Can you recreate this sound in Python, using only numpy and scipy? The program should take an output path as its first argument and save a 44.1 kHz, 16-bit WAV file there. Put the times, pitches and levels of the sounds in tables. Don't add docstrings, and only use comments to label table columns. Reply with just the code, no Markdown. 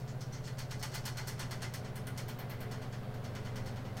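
import sys
import numpy as np
from scipy import signal
from scipy.fft import rfft, irfft
from scipy.io import wavfile
from scipy.ndimage import uniform_filter1d

SR = 44100
rng = np.random.default_rng(int(sys.argv[2]) if len(sys.argv) > 2 else 0)


def generate_wav(sig):
    pcm = np.round(np.clip(np.atleast_2d(sig).T, -1, 1) * 32767).astype(np.int16)
    wavfile.write(sys.argv[1], SR, pcm)


N = 176400


def undb(db):
    return 10 ** (np.asarray(db) / 20)


def unit(x):
    return x / np.sqrt(np.mean(x ** 2) + 1e-20)


def wander(per_second):
    hold = int(SR / per_second)
    steps = np.repeat(rng.standard_normal(N // hold + 1), hold)
    return 1.45 * uniform_filter1d(uniform_filter1d(steps, hold), hold)[:N]


def tone(cycles, db):
    return np.sqrt(2) * undb(db) * np.sin(2 * np.pi * cycles)


def colour(x, points):
    hz, db = np.array(points).T
    freqs = np.maximum(np.fft.rfftfreq(len(x), 1 / SR), 1)
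    return irfft(rfft(x) * undb(np.interp(np.log(freqs), np.log(hz), db)), len(x))


def resonate(x, peaks):
    for hz, width, db in peaks:
        ringing = signal.lfilter(*signal.iirpeak(hz, hz / width, fs=SR), x)
        x = x + (undb(db) - 1) * ringing
    return x


def room(x, ring_s):
    t = np.arange(SR // 4) / SR
    build_up = 1 - np.exp(-t / 0.00065)
    response = rng.standard_normal(len(t)) * np.exp(-np.log(1000) * t / ring_s) * build_up
    response /= np.linalg.norm(response)
    response[0] += undb(-9)
    return signal.fftconvolve(x, response)[:N]


def add(out, start, x, db, window_s=0.05):
    i = max(int(start * SR), 0)
    x = x * undb(db) * np.sqrt(window_s * SR) / (np.linalg.norm(x) + 1e-12)
    out[i:i + len(x)] += x[:max(N - i, 0)]


def hiss(level_db=-68.5):
    return undb(level_db) * unit(colour(rng.standard_normal(N), [(100, 0), (3000, -0.17), (16000, -1.8)]))


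# (frequency [Hz], relative level [dB])
AIR_COLOUR = [(20, 8.5), (45, -3.5), (75, -2.5), (110, 5.5), (180, -1.5), (250, -5), (300, -6.5),
              (420, -7.5), (700, -9), (950, -10), (1500, -14.5), (2500, -21.5), (4500, -27), (7000, -39.5),
              (14000, -46), (16000, -47)]
# (pitch [Hz], width [Hz], boost [dB])
AIR_RINGS = [(210.6, 18, 6.5), (258.8, 10.5, 7), (371.6, 12.5, 6), (430.2, 7.9, 10.5), (534.6, 69, 6.5),
             (622, 18, 7), (724, 8.6, 7.5), (770.5, 4.3, 11), (1464, 9.7, 3.5), (1586, 21, 5.5),
             (2050, 13, 3)]


def air(speed, turns, level_db=-47, db_per_doubling=12, blade_count=5):
    rush = unit(resonate(colour(rng.standard_normal(N), AIR_COLOUR), AIR_RINGS))
    flicker_db = 0.22 * wander(12)
    db = level_db + db_per_doubling * np.log2(speed / speed.mean()) + flicker_db
    chop = 1 + 0.081 * np.sin(2 * np.pi * blade_count * turns)
    return rush * undb(db) * chop


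# (pitch [Hz], level [dB])
MOTOR_WHINE = [(213, -64), (249, -63), (378, -67.5), (431, -65.5), (498, -78), (600, -81), (720, -70)]
# (offset [times rotor speed], level when slow [dB], level when fast [dB])
THROB_TONES = [(-1, -71.5, -60.5), (1, -59, -72), (2, -45.5, -51.5)]


def motor(t, turns, pace, hum_hz=120, hum_db=-45):
    hum = tone(hum_hz * t, hum_db + 0.15 * wander(4.826))
    whine = sum(tone(hz * t, db) for hz, db in MOTOR_WHINE)
    throb = sum(tone(hum_hz * t + offset * turns, slow + (fast - slow) * pace)
                for offset, slow, fast in THROB_TONES)
    return hum + whine + throb


# (pitch before rounding [times rotor speed], level when slow [dB], level when fast [dB])
BLADE_TONES = [(2, -65, -74), (3, -65, -63), (10, -60.5, -50), (20, -57, -54.5), (25, -80.5, -55.5),
               (45, -71.5, -64), (79.8, -80.5, -67.5)]


def blades(turns, pace, waver_db=0.7):
    return sum(tone(round(multiple) * turns, slow + (fast - slow) * pace + waver_db * wander(5.86))
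               for multiple, slow, fast in BLADE_TONES)


# (time [s], length [s], start pitch [Hz], end pitch [Hz], level before echoes [dB])
SQUEAKY_TOUCHES = [(0.081, 0.021, 6250, 7400, -64.5), (0.207, 0.023, 5300, 6080, -60.5),
                   (0.322, 0.028, 5570, 6500, -57), (.441, .022, 7700, 7140, -67)]


def squeaks(roughness=0.038):
    out, jitter = np.zeros(N), wander(1500)
    for start, length, from_hz, to_hz, db in SQUEAKY_TOUCHES:
        progress = np.linspace(0, 1, int(length * SR))
        glide_hz = from_hz + (to_hz - from_hz) * progress
        hz = glide_hz * (1 + roughness * jitter[int(start * SR):][:len(progress)])
        fade = np.sqrt(1 - progress ** 2)
        add(out, start, tone(np.cumsum(hz) / SR, 0) * fade, db)
    return room(out, ring_s=0.19)


def furniture_echoes(x, echo_db=-6.5):
    echo = undb(echo_db)
    return (x + echo * room(x, ring_s=0.073)) / np.hypot(1, echo)


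def ring_out(clicks, ring_s, direct_db=-5):
    decay = np.exp(-2 * np.log(1000) / (ring_s * SR))
    energy = signal.lfilter([1 - decay], [1, -decay], clicks ** 2)
    return undb(direct_db) * clicks + np.sqrt(energy) * rng.standard_normal(N)


# (frequency [Hz], gain [dB])
PLASTIC_COLOUR = [(500, 5), (1000, 0.5), (1500, 2), (2150, -1.5), (2650, -5.5), (3100, -3.5), (3700, -6.5),
                  (4400, -2.5), (6200, -2), (7200, -7), (9500, -13), (11200, -17.5), (13000, -19),
                  (14000, -15), (16000, -25)]
# (pitch [Hz], width [Hz], boost [dB])
HOUSING_RINGS = [(1100, 17, 5), (1450, 15, 6), (1510, 17, 5.5), (1823, 21, 6.5), (1973, 26, 7),
                 (2066, 19, 11.5), (2980, 69, 4), (3220, 76, 4), (4234, 47, 7.5), (4330, 49, 5),
                 (4615, 22, 8), (4910, 40, 5), (5330, 37, 6), (5530, 37, 4.5), (6130, 50, 2),
                 (6480, 49, 1.5), (8080, 110, 3.5), (8600, 180, -13), (8910, 60, 3.5), (9400, 80, 1.5),
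                 (10800, 60, 2), (13000, 50, 3), (14100, 130, 2)]


def housing(x, low_hz, high_hz):
    band = signal.butter(4, [low_hz, high_hz], 'band', fs=SR, output='sos')
    return signal.sosfilt(band, resonate(colour(x, PLASTIC_COLOUR), HOUSING_RINGS))


# (bottom [Hz], top [Hz],
# burst gain [dB], ring time [s], stretch [times base length], swell time [s], brush gain [dB])
SCRAPE_RANGES = [(743, 3780, -0.5, 0.2, 1.8, 0.0028, -15), (3510, 9000, -2.5, 0.24, 1.2, 0.00061, -18.5),
                 (8340, 12900, -2.5, 0.19, 0.51, .0004, -35), (12200, 20400, -1, .16, .7, .0004, -28)]
# (time [s], body [dB], rasp [dB], edge [dB], fizz [dB], base length [s])
BLADE_HITS = [(0.0, -73, -65, -82, -79.0, 0.0079), (0.077, -60, -60.5, -81, -78.0, 0.017),
              (0.208, -61, -56, -68.0, -71.0, 0.013), (0.324, -56.5, -57.5, -72.0, -75.0, 0.034),
              (0.44, -61, -55.5, -78, -76.0, 0.034), (0.473, -55, -60, -69.0, -73.0, 0.0086),
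              (0.584, -52, -51.5, -61, -63, 0.02), (0.709, -51.5, -51, -62, -69, 0.013),
              (0.795, -77.5, -58, -75, -72.0, 0.014), (0.827, -47.0, -47.0, -54, -59.0, 0.011),
              (0.916, -56.5, -55.5, -71, -73.0, 0.026), (0.942, -48, -48.0, -55, -57.0, 0.017),
              (1.054, -47.5, -46.5, -53.5, -56, 0.018), (1.171, -48.0, -49.5, -59, -62.0, 0.019),
              (1.263, -59, -57, -83, -81.0, 0.045), (1.273, -51, -49.5, -53, -58.0, 0.021),
              (1.393, -47.0, -48.5, -55.5, -63, 0.022), (1.51, -49.5, -51.0, -60, -64, 0.015),
              (1.619, -47.5, -50.0, -58, -66, 0.022), (1.738, -51.5, -51.5, -56.5, -59.0, 0.013),
              (1.846, -56.0, -60, -77.0, -80.0, 0.016), (1.957, -54.5, -60.5, -58.5, -64.0, 0.017),
              (2.07, -53.5, -62, -58, -62, 0.0074), (2.176, -51.0, -51.0, -57, -61.0, 0.014),
              (2.283, -53, -57, -63.5, -59, 0.016), (2.388, -52.5, -64, -70, -58, 0.02),
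              (2.496, -52.0, -62.5, -68.5, -59, 0.02), (2.605, -54, -64, -65, -60.5, 0.02),
              (2.712, -53.0, -56.0, -66.0, -67.0, 0.02), (2.818, -55.5, -62, -72.0, -75.0, 0.019),
              (2.925, -56, -59.5, -73.0, -78.0, 0.016), (3.032, -62, -84, -87, -79.0, 0.0074),
              (3.141, -61.5, -67.5, -79, -72.0, 0.012), (3.241, -56.5, -59, -71.0, -71.0, 0.016),
              (3.351, -53.5, -57.5, -69.0, -73.0, 0.011), (3.449, -54.5, -60.0, -71.0, -74.0, 0.023),
              (3.558, -53, -56.5, -65.5, -68.0, 0.016), (3.659, -55.5, -57.5, -67, -72.0, 0.022),
              (3.759, -58, -62.5, -78, -76.0, 0.02), (3.85, -58.5, -65.5, -85, -77.0, 0.019),
              (3.969, -53, -56.5, -66, -70, 0.012)]


def scrapes(slips_per_s=3200, scatter_db=3.5, brush_lead_s=0.014, brush_fade_s=0.013):
    t = np.arange(SR // 10) / SR
    shape = (len(BLADE_HITS), len(t))
    slips = (rng.random(shape) < slips_per_s / SR) * rng.choice([-1, 1], shape)
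    slips = slips * undb(scatter_db * rng.standard_normal(shape))
    out = np.zeros(N)
    for k, (low_hz, high_hz, burst_db, ring_s, stretch, swell_s, brush_db) in enumerate(SCRAPE_RANGES):
        force = np.zeros(N)
        for (start, *levels, length), clicks in zip(BLADE_HITS, slips):
            swell = 1 - np.exp(-t / swell_s)
            burst = clicks * swell * np.exp(-(t / (length * stretch)) ** 2)
            burst[0] += 2.6
            brush = clicks[::-1] * np.exp(-(t / brush_fade_s) ** 2)
            add(force, start, burst, levels[k] + burst_db)
            add(force, start - brush_lead_s, brush, levels[k] + brush_db)
        housing_gain = np.linalg.norm(housing(signal.unit_impulse(len(t), 'mid'), low_hz, high_hz))
        out += housing(ring_out(force, ring_s), low_hz, high_hz) / housing_gain
    return out


# (time [s], speed [turns per second])
FAN_SPEED = [(0, 8.041), (0.4, 8.406), (1, 8.565), (2, 9.084), (3, 9.446), (4, 9.757)]


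def scene(first_throb_s=0.043):
    t = np.arange(N) / SR
    speed = np.interp(t, *np.array(FAN_SPEED).T)
    pace = (speed - speed.min()) / np.ptp(speed)
    turns = np.cumsum(speed) / SR
    turns -= np.interp(first_throb_s, t, turns)
    fan = motor(t, turns, pace) + blades(turns, pace) + air(speed, turns)
    return (fan + furniture_echoes(scrapes()) + squeaks() + hiss())[None]


def record(dry, top_hz=15900):
    return signal.sosfilt(signal.ellip(10, .2, 70, top_hz, fs=SR, output='sos'), dry)


dry = scene()
out = record(dry)
generate_wav(out)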